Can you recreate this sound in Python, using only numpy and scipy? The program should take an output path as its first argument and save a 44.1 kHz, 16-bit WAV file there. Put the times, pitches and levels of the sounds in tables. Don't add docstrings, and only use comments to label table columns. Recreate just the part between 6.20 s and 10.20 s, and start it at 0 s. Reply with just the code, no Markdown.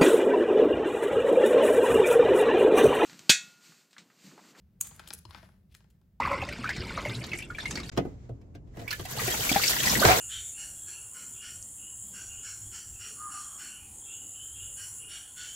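import sys
import numpy as np
from scipy import signal
from scipy.fft import rfft, irfft, next_fast_len
from scipy.io import wavfile
from scipy.ndimage import uniform_filter1d, map_coordinates

SR = 44100
rng = np.random.default_rng(int(sys.argv[2]) if len(sys.argv) > 2 else 0)


def bounce(signal):
    frames = np.transpose(np.atleast_2d(signal))
    limited = np.clip(frames, -1, 1)
    pcm = np.round(limited * 32767).astype(np.int16)
    wavfile.write(sys.argv[1], SR, pcm)


N = 176400
TIME = np.arange(N) / SR
T = np.arange(SR // 3) / SR


# t/s, spray level/dB, splatter level/dB
GUSH_FADERS = [(2.55, -62, -47), (2.62, -64.5, -53), (2.67, -63, -53.5), (2.72, -47, -51),
               (2.78, -52.5, -62), (2.88, -52, -55), (2.915, -40, -41.5), (2.95, -45.5, -44),
               (3.0, -38, -40.5), (3.09, -36, -38), (3.24, -34, -41.5), (3.3, -33, -35.5),
               (3.41, -33, -45.5), (3.5, -28.5, -39.5), (3.56, -33.5, -40.5), (3.68, -31.5, -35),
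               (3.8, -31.5, -33), (3.87, -27.5, -26), (4, -32, -29.5)]
# f/Hz, level/dB
SPRAY_EQ = [(150, -38), (500, -16), (1100, -17.5), (1600, -4.5), (2000, -10), (2800, -5.5), (4800, -5),
            (7400, -3), (9500, -11), (12000, -6), (14600, -7.5), (15700, -8)]
SPLATTER_EQ = [(60, -26.5), (120, -6.5), (190, -6), (280, -5.5), (420, -0.5), (700, 2), (1100, -7.5),
               (2000, -5.5), (5000, -60)]

def gush():
    spray_db, splatter_db = curves(GUSH_FADERS)
    opening = np.clip((TIME - 2.53) / 0.071, 0, 1)
    droplets = cabinet(grains(rate=2200, cycles=13.4, scatter_db=3, band_hz=(725, 16200)), wet_db=1.5)
    hiss = noise(N) * amp(2.5 + 2.9 * wobble(90) + wobble(34.7))
    spray = coloured(droplets + hiss, SPRAY_EQ)
    gurgle = cabinet(grains(rate=110, cycles=26, scatter_db=3, band_hz=(700, 5000)), wet_db=-4)
    blobs = cabinet(grains(rate=600, cycles=5, scatter_db=2.5, band_hz=(91, 3040)), wet_db=-1.5)
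    splatter = amp(splatter_db) * coloured(blobs, SPLATTER_EQ)
    return opening * (amp(spray_db + 4.5) * (spray + amp(-10) * gurgle) + splatter)


# t/s, level/dB, f/Hz, ring t60/s, splash mix/dB, left over right/dB
SPURT_CUES = [(2.678, -23.5, 2328, 0.018, -11.5, -6), (2.707, -15, 4460, 0.0059, -15, -7),
              (2.712, -30.5, 1490, 0.031, -0.5, 9), (2.727, -26, 1730, 0.03, -2.5, -6),
              (2.852, -29, 757, 0.036, -2.5, -2), (2.853, -35, 2010, 0.035, -12, -4),
              (2.936, -35.5, 700, 0.026, -19, -5), (2.974, -26, 810, 0.021, -14, 2),
              (2.992, -25.5, 1203, 0.026, -3, -1), (2.998, -27, 2000, 0.019, -6, 7),
              (3.079, -19, 744, 0.022, -8, 5), (3.08, -27, 1880, 0.026, -14, 0),
              (3.12, -22, 3260, 0.032, -21, -1), (3.139, -24, 875, .022, -22, 0),
              (3.221, -25, 3170, .02, -18, 0), (3.293, -16, 2350, 0.017, -8.5, 9),
              (3.314, -13.5, 278, 0.021, -14, -3), (3.316, -13.5, 730, 0.018, -21, 0),
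              (3.347, -25, 1750, 0.016, -2, 7), (3.36, -9, 794, 0.025, -14.5, 1),
              (3.363, -18, 1650, .025, -7, -2), (3.435, -13, 2340, 0.014, -10, 8),
              (3.439, -21, 4660, 0.037, -30, 15), (3.478, -2.5, 5540, 0.0056, -28, -2),
              (3.566, -23.5, 1990, .03, -15, 9), (3.632, -26, 3220, 0.026, 3, 6.5),
              (3.724, -21, 740, 0.022, -4, 2), (3.658, -16, 4760, 0.034, -9, 3.5),
              (3.696, -9, 5200, 0.0084, -26, 2), (3.753, -14.5, 1954, 0.018, -14, 6),
              (3.796, -21, 4370, 0.042, -20, 7), (3.802, -17, 7000, 0.019, -32, -2),
              (3.817, -4.5, 643, 0.014, -25, -1), (3.823, -16, 1220, 0.023, -24, -6),
              (3.83, -17.5, 1520, 0.045, -22, -5), (3.849, -11, 1560, 0.033, -20, 2)]
# f/Hz, level/dB
SPURT_EQ = [(200, -7), (700, -3), (2200, 13.5), (5000, 3.5), (9000, -1.5), (15000, 1)]

def spurts():
    out = np.zeros((2, N))
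    for start, db, hz, t60, splash_db, pan_db in SPURT_CUES:
        pan = amp([[pan_db / 2], [-pan_db / 2]])
        add(out, start, amp(db) * pan * bubble(hz, t60, splash_db, SPURT_EQ, 0.035, wet_db=-1))
    return out


# t/s, level/dB, attack/s, t60/s
SLAP_CUES = [(3.849, -12.5, 0.0015, 0.069), (3.872, -12.5, 0.025, 0.26)]
# f/Hz, level/dB
SLAP_EQ = [(24, -32), (40, -9), (103, -5.5), (244, -10.5), (480, -8), (580, -10), (680, 1.5), (824, -8.5),
           (1060, -6.5), (1500, -7.5), (1820, -20), (2170, -8.5), (2710, -18), (4130, -16.5), (15000, -38)]
# t/s, level/dB, f/Hz, t60/s
CHURN_CUES = [(3.876, -13.5, 690, 0.14), (3.894, -12.5, 744, 0.12)]

def sloshes():
    out = np.zeros((2, N))
    for start, db, rise, t60 in SLAP_CUES:
        slap = coloured(noise(len(T)), SLAP_EQ)
        add(out, start, amp(db + 5) * slap * attack(rise) * decay(t60))
    for start, db, hz, t60 in CHURN_CUES:
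        ring = damped_sine(hz, t60) * attack(0.009)
        add(out, start, amp(db) * cabinet(ring, wet_db=-11))
    return out


# t/s, level/dB
TRICKLE_FADER = [(0.0, -42.5), (0.402, -42.5), (0.61, -36), (0.658, -41), (0.88, -38.5), (1.24, -52),
                 (1.324, -60), (1.4, -46.5), (1.572, -45.5), (1.684, -50), (1.69, -47), (1.7, -47)]
SPARKLE_FADER = [(0, -57), (.25, -59.5), (.5, -60.5), (.85, -53), (.96, -52), (1.07, -53), (1.13, -66),
                 (1.175, -42), (1.27, -63.5), (1.35, -61), (1.4, -55), (1.53, -48), (1.62, -60), (1.7, -54)]
# f/Hz, level/dB
TRICKLE_EQ = [(150, -9.5), (340, -3), (550, -5), (900, -6.5), (1500, -7.5), (2200, -3), (3100, -12.5),
              (4800, -9.5), (6500, -27), (9000, -30), (15500, -42.5)]

def trickle():
    stream_db, = curves(TRICKLE_FADER)
    sparkle_db, = curves(SPARKLE_FADER)
    patter = cabinet(grains(rate=1400, cycles=20, scatter_db=3, band_hz=(300, 15500)), wet_db=4)
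    tinkle = cabinet(grains(rate=260, cycles=60, scatter_db=3.5, band_hz=(1400, 7500)), wet_db=-1)
    fine = cabinet(grains(rate=900, cycles=20, scatter_db=3.5, band_hz=(5000, 15500)), wet_db=9)
    sparkle = coloured(fine, [(4000, -7), (7500, 2.5), (10000, -5), (15500, -17)])
    return amp(stream_db) * coloured(patter + tinkle, TRICKLE_EQ) + amp(sparkle_db + 1.5) * sparkle


# t/s, level/dB
POUR_FADER = [(0, -29), (.06, -29.5), (.13, -28), (.18, -34), (.24, -41.5), (.33, -63), (.42, -49),
              (.46, -52), (.6, -64), (.75, -43), (.8, -38.5), (.88, -44.5), (.95, -56), (1.7, -81)]
# f/Hz, bandwidth/Hz, level/dB
HOLLOW_BANDS = [(562, 35, 2), (800, 190, -13), (1147, 153, 4), (1480, 150, -11.5), (2014, 220, -3.5),
                (2630, 420, -10.5)]

def pour():
    def hollow(f):
        return sum((-1) ** k * amp(db) * 1j * f * width / (hz * hz - f * f + 1j * f * width)
                   for k, (hz, width, db) in enumerate(HOLLOW_BANDS))
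    level_db, = curves(POUR_FADER)
    drumming = cabinet(grains(rate=1100, cycles=12, scatter_db=2.5, band_hz=(300, 3600)), wet_db=0)
    return amp(level_db) * unit(filtered(drumming, hollow))


# t/s, level/dB, f/Hz, ring t60/s, splash mix/dB
DROP_CUES = [(.001, -11.5, 945, 0.018, -22), (0.021, -19, 1070, 0.024, -38),
             (.051, -15.5, 1165, 0.033, -30.5), (.075, -16.5, 1020, 0.021, -24),
             (0.115, -10.5, 1063, 0.02, -28), (0.131, -15, 1060, 0.013, -24), (.217, -26, 2640, 0.042, -15),
             (.224, -23.5, 800, 0.021, -24), (.255, -27, 1043, 0.036, -26), (.277, -37, 581, 0.11, -24),
             (0.288, -25, 2020, 0.018, -5.5), (.325, -23, 2320, 0.017, -18), (0.442, -19, 1300, 0.017, -17),
             (0.455, -24, 1543, 0.046, -27), (0.475, -29, 2470, 0.036, -23),
             (0.491, -17.5, 1670, 0.016, -7.5), (.503, -19.5, 2020, 0.024, -29),
             (.563, -34.5, 2020, 0.074, 5), (0.677, -33, 2270, .03, -11), (.705, -27, 1460, 0.024, -11),
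             (.776, -16.5, 1246, 0.017, -26), (.778, -21.5, 635, 0.021, -27), (.851, -22, 2194, 0.039, -26),
             (0.857, -19.5, 610, 0.02, -17), (.859, -27, 900, 0.018, -16), (0.895, -28, 3580, 0.02, -9),
             (0.949, -29, 3980, 0.04, -11), (1.039, -29.5, 3860, 0.038, -2),
             (1.091, -32.5, 3560, 0.016, -8), (1.117, -24.5, 2600, 0.017, -29),
             (1.132, -23, 2214, 0.038, -8.5), (1.189, -23.5, 2370, 0.021, -26),
             (1.224, -26.5, 2770, 0.017, -19), (1.302, -28.5, 1450, 0.037, -15.5),
             (1.348, -31, 2390, 0.024, -16), (1.384, -22.5, 1760, 0.03, -8.5),
             (1.401, -32.5, 3610, 0.077, -6), (1.428, -25, 790, 0.01, -13),
             (1.455, -24.5, 2150, 0.045, -4.5), (1.508, -22.5, 6200, 0.022, -5.5),
             (1.554, -24, 4540, 0.032, -4.5), (1.573, -22.5, 2200, 0.026, -10),
             (1.599, -33.5, 4570, 0.024, 0.5), (1.632, -34.5, 3860, 0.022, -4),
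             (1.692, -29.5, 4850, 0.021, -1.5)]
# f/Hz, level/dB
DROP_EQ = [(200, -21), (700, -1), (2200, -0.5), (5000, -3.5), (8000, -10), (10500, -27), (15000, -41.5)]

def drops():
    out = np.zeros((2, N))
    for start, db, hz, t60, splash_db in DROP_CUES:
        add(out, start, amp(db) * bubble(hz, t60, splash_db - 1.5, DROP_EQ, 0.03, wet_db=0.5))
    return out


# t/s, level/dB, f/Hz, t60/s
GULP_CUES = [(0.214, -23.5, 85.5, 0.096), (.39, -28.5, 248, .08), (.58, -25, 154, 0.078),
             (0.601, -19, 97, 0.068), (.6, -35.5, 369, 0.18), (0.881, -27, 116.4, 0.22),
             (0.961, -30, 122.4, 0.25), (1.14, -36, 351, 0.13), (1.49, -27, 135, 0.052),
             (2.105, -28.5, 127, 0.1), (2.925, -35, 129, 0.19), (2.973, -25, 124, .12),
             (3.04, -27, 123, 0.15), (3.078, -23.5, 370, 0.071), (3.199, -29.5, 122, 0.126),
             (3.313, -17, 210, 0.035), (3.361, -15.5, 193, 0.028), (3.849, -3.5, 430, 0.015),
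             (3.855, -11, 124, 0.065), (3.872, -6, 100, 0.048)]

def gulps():
    out = np.zeros((2, N))
    for start, db, hz, t60 in GULP_CUES:
        add(out, start, amp(db) * damped_sine(hz, t60) * attack(0.5 / hz))
    return out


# t/s, level/dB, click mix/dB
KNOCK_CUES = [(1.774, -11.5, -10.5), (1.85, -24, -26), (2.092, -32, -22), (2.214, -52.5, -4),
              (2.35, -38.5, -6.5), (2.474, -54, -9.5), (2.57, -33.5, -6), (2.592, -35.5, -3),
              (2.615, -32.5, -8), (2.796, -33, 2)]
# f/Hz, level/dB, t60/s
KNOCK_MODES = [(113, -15, 0.26), (148, -17, 0.16), (214, -13.5, 0.076), (278, -10, 0.16), (371, -4, .06),
               (460, -8, 0.1), (550, -11.5, 0.13), (688, 2, 0.071), (753, -7, 0.048), (1250, -20.5, 0.1),
               (1490, -8.5, .035), (2038, -34.5, 0.27)]
# f/Hz, level/dB
THUD_EQ = [(40, -14), (110, -3), (300, -0.5), (700, -7.5), (1000, -23), (4000, -51)]

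def knocks():
    full_blow_db = -9.5
    click_eq = [(200, 8), (1200, 0), (3000, -4), (6500, -10), (9000, -17.5), (15000, -20)]
    out = np.zeros((2, N))
    for start, db, click_db in KNOCK_CUES:
        tilt_db = 0.24 * (db - full_blow_db)
        ring = np.zeros(len(T))
        for k, (hz, mode_db, t60) in enumerate(KNOCK_MODES):
            gain = amp(mode_db + tilt_db * np.log2(hz / 400) + rng.normal(0, 0.62))
            ring += (-1) ** k * gain * damped_sine(hz, t60)
        click = mono_noise(click_eq) * decay(0.044)
        body = cabinet(ring * attack(0.0038), wet_db=-5.5)
        add(out, start, amp(db - 5.5) * (body + amp(click_db - 2) * cabinet(click, wet_db=3)))
        thud = coloured(noise(len(T)), THUD_EQ) * decay(0.15) * attack(0.0025)
        add(out, start, amp(db - 8) * thud)
        add(out, start - 0.007, amp(db + click_db - 21) * click)
    return out


# t/s, level/dB
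RUSTLE_FADER = [(1.7, -86), (1.722, -53), (1.75, -60), (1.85, -66), (1.91, -67), (1.97, -73), (2.05, -68.5),
                (2.13, -79.5), (2.3, -80), (2.42, -86.5), (2.5, -74), (2.6, -66)]
# f/Hz, level/dB
RUSTLE_EQ = [(300, -9), (1300, 0.5), (2100, 0), (3200, -6), (5000, -6.5), (7400, -5.5), (9000, -25),
             (15000, -34)]

def handling():
    level_db, = curves(RUSTLE_FADER)
    return amp(level_db + 1.4 * wobble(35)) * coloured(noise(N), RUSTLE_EQ)


# t/s, level/dB
RUMBLE_FADER = [(0, -40.5), (.2, -41), (.32, -43.5), (.52, -44.5), (.6, -41), (.71, -44), (.87, -41),
                (1.1, -43.5), (1.4, -48), (1.58, -36), (1.71, -49.5), (1.85, -40.5), (1.97, -53.5),
                (2.1, -55.5), (2.4, -56.5), (2.62, -57.5), (2.88, -54), (3.0, -43.5), (3.58, -41.5),
                (3.8, -29), (3.87, -42), (3.93, -58), (4, -37)]
# f/Hz, level/dB
RUMBLE_EQ = [(20, -16.5), (40, -13.5), (62, 4.5), (90, -10), (118, 1), (150, -3), (230, -3), (330, -7.5),
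             (600, -16.5), (1200, -29), (4000, -54.5)]
AIR_EQ = [(120, -20.5), (200, -6.5), (400, -14), (700, -19), (1300, -34), (2200, -37), (3500, -41),
          (5000, -39), (7400, -36), (9000, -57), (15000, -65.5)]

def background():
    rumble_db, = curves(RUMBLE_FADER)
    steady_eq = [(20, -17.5), (40, -6), (70, -4), (100, -5.5), (200, -20), (600, -30), (2000, -78)]
    steady = amp(-49) * coloured(noise(N), steady_eq)
    hum = amp(-57 + 5.5 * wobble(4.3)) * np.sin(2 * np.pi * 118.9 * TIME + wobble(8.6))
    rumble = amp(rumble_db) * coloured(noise(N), RUMBLE_EQ)
    return rumble + steady + hum + amp(-71) * coloured(noise(N), AIR_EQ)


BUBBLE_RISE, FROTH_HZ = 0.072, 3300

def bubble(hz, t60, splash_db, splash_eq, splash_t60, wet_db):
    def ring(pitch, life):
        glide = pitch * (1 + BUBBLE_RISE * (np.minimum(T / life, 1) - 0.25))
        return np.sin(2 * np.pi * np.cumsum(glide) / SR) * decay(life) * attack(1.4 / pitch)
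    rings = ring(hz, t60)
    for late, detune in rng.random((4, 2)):
        add(rings, late * 0.02, amp(-11) * ring(hz * np.exp(0.216 * (4 * detune - 2)), t60 * 0.41))
    shattered = 1 / (1 + (FROTH_HZ / hz) ** 4)
    froth = mono_noise([(hz / 2, -30), (hz * 0.85, -4), (hz, 0), (hz * 1.2, -4), (hz * 2, -26)])
    froth *= amp(-6.5) * decay(np.sqrt(t60 * 0.042)) * attack(0.0014)
    body = np.sqrt(1 - shattered) * rings + np.sqrt(shattered) * froth
    tick = amp(splash_db) * mono_noise(splash_eq) * decay(splash_t60) * attack(0.002)
    return cabinet(body + tick, wet_db)


def grains(rate, cycles, scatter_db, band_hz):
    low_hz, high_hz = band_hz
    when, place, size, side = rng.random((int(rate * N / SR), 4)).T
    hz = (np.sqrt(low_hz) + place * (np.sqrt(high_hz) - np.sqrt(low_hz)))[:, None] ** 2
    samples = np.arange(min(1200, 4000000 // len(when), int(cycles * SR / low_hz / 2)))
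    age = hz * samples / SR / cycles
    gain = amp(-scatter_db * np.log(0.0043 + size))[:, None] * hz ** 0.75
    envelope = amp(-60 * age) * (1 - np.exp(-(age * cycles / 1.21) ** 2))
    phase = 2 * np.pi * cycles * age * (1 + BUBBLE_RISE * np.minimum(age, 1) / 2)
    waves = gain * envelope * np.sin(phase)
    slots = ((when * N).astype(int) + N * (side > 0.5))[:, None] + samples
    pair = np.bincount(slots.ravel(), waves.ravel(), 2 * N)[:2 * N].reshape(2, N)
    return unit(spread(pair))


# f/Hz, t60/s
CABINET_DECAY = [(150, 0.26), (700, 0.074), (2500, 0.11), (7000, 0.057), (15000, 0.029)]

def cabinet(x, wet_db):
    hz, t, spectrum = signal.stft(noise(len(T)), SR, nperseg=256)
    fade = amp(-60 * t / along(CABINET_DECAY, hz)[:, None])
    tail = signal.istft(spectrum * fade, SR, nperseg=256)[1]
    x = np.atleast_2d(x)
    echo = signal.fftconvolve(x, tail / np.linalg.norm(tail[0]), axes=1)[:, :x.shape[1]]
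    return x + amp(wet_db) * echo


# f/Hz, left-right correlation
CORRELATION = [(60, .94), (130, .87), (290, .78), (640, .2), (1300, -.3), (3000, 0), (15000, 0)]

def spread(pair):
    def mid_side_gains(hz):
        angle = np.arccos(along(CORRELATION, hz)) / 2
        return np.array([np.cos(angle), np.sin(angle)])
    mid, side = filtered(pair, mid_side_gains)
    return np.array([mid + side, mid - side])


def noise(size):
    return spread(rng.standard_normal((2, size)))


def mono_noise(eq):
    return coloured(rng.standard_normal((1, len(T))), eq)[0]


def coloured(x, eq):
    cepstrum = irfft(np.log(amp(along(eq, np.fft.rfftfreq(8192, 1 / SR)))))
    cepstrum[1:4096] *= 2
    cepstrum[4097:] = 0
    impulse = irfft(np.exp(rfft(cepstrum)))
    return unit(signal.fftconvolve(x, impulse[None], axes=1)[:, :x.shape[1]])


def filtered(x, response):
    n = x.shape[-1]
    padded = next_fast_len(n + 8192)
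    return irfft(rfft(x, padded) * response(np.fft.rfftfreq(padded, 1 / SR)), padded)[..., :n]


def damped_sine(hz, t60):
    return np.sin(2 * np.pi * hz * T) * decay(t60)


def attack(seconds):
    return 1 - np.exp(-T / seconds)


def decay(t60):
    return amp(-60 * T / t60)


def amp(db):
    return 10 ** (np.asarray(db) / 20)


def unit(x):
    return x / np.sqrt(np.mean(x ** 2) + 1e-20)


def along(points, hz):
    knots, values = np.transpose(points)
    return np.interp(np.log(hz + 1), np.log(knots + 1), values)


def curves(rows):
    times, *columns = np.transpose(rows)
    return [np.interp(TIME, times, column) for column in columns]


def wobble(rate):
    return map_coordinates(rng.standard_normal(4000), [TIME * rate], mode="wrap")


def add(out, start, x):
    i = max(0, round(start * SR))
    out[..., i:i + x.shape[-1]] += x[..., :out.shape[-1] - i]


BREAK_START_S, BREAK_END_S = 1.7, 1.717

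def scene():
    leak = (trickle() + pour() + drops()) * (TIME < BREAK_START_S)
    return leak + knocks() + handling() + gush() + spurts() + sloshes() + gulps() + background()


# t/s, width (0 mono, 1 full stereo)
WIDTH_FADER = [(.85, 0), (1.1, .5), (1.7, .6), (1.71, 1)]

def record(dry):
    top_hz = 15800
    width, = curves(WIDTH_FADER)
    mid, side = dry.mean(0), width * (dry[0] - dry[1]) / 2
    gate = uniform_filter1d(1. * ((TIME < BREAK_START_S) | (TIME > BREAK_END_S)), size=40)
    stereo = gate * np.array([mid + side, mid - side])
    return filtered(stereo, lambda hz: np.clip((top_hz + 100 - hz) / 200, 0, 1))


dry = scene()
out = record(dry)
bounce(out)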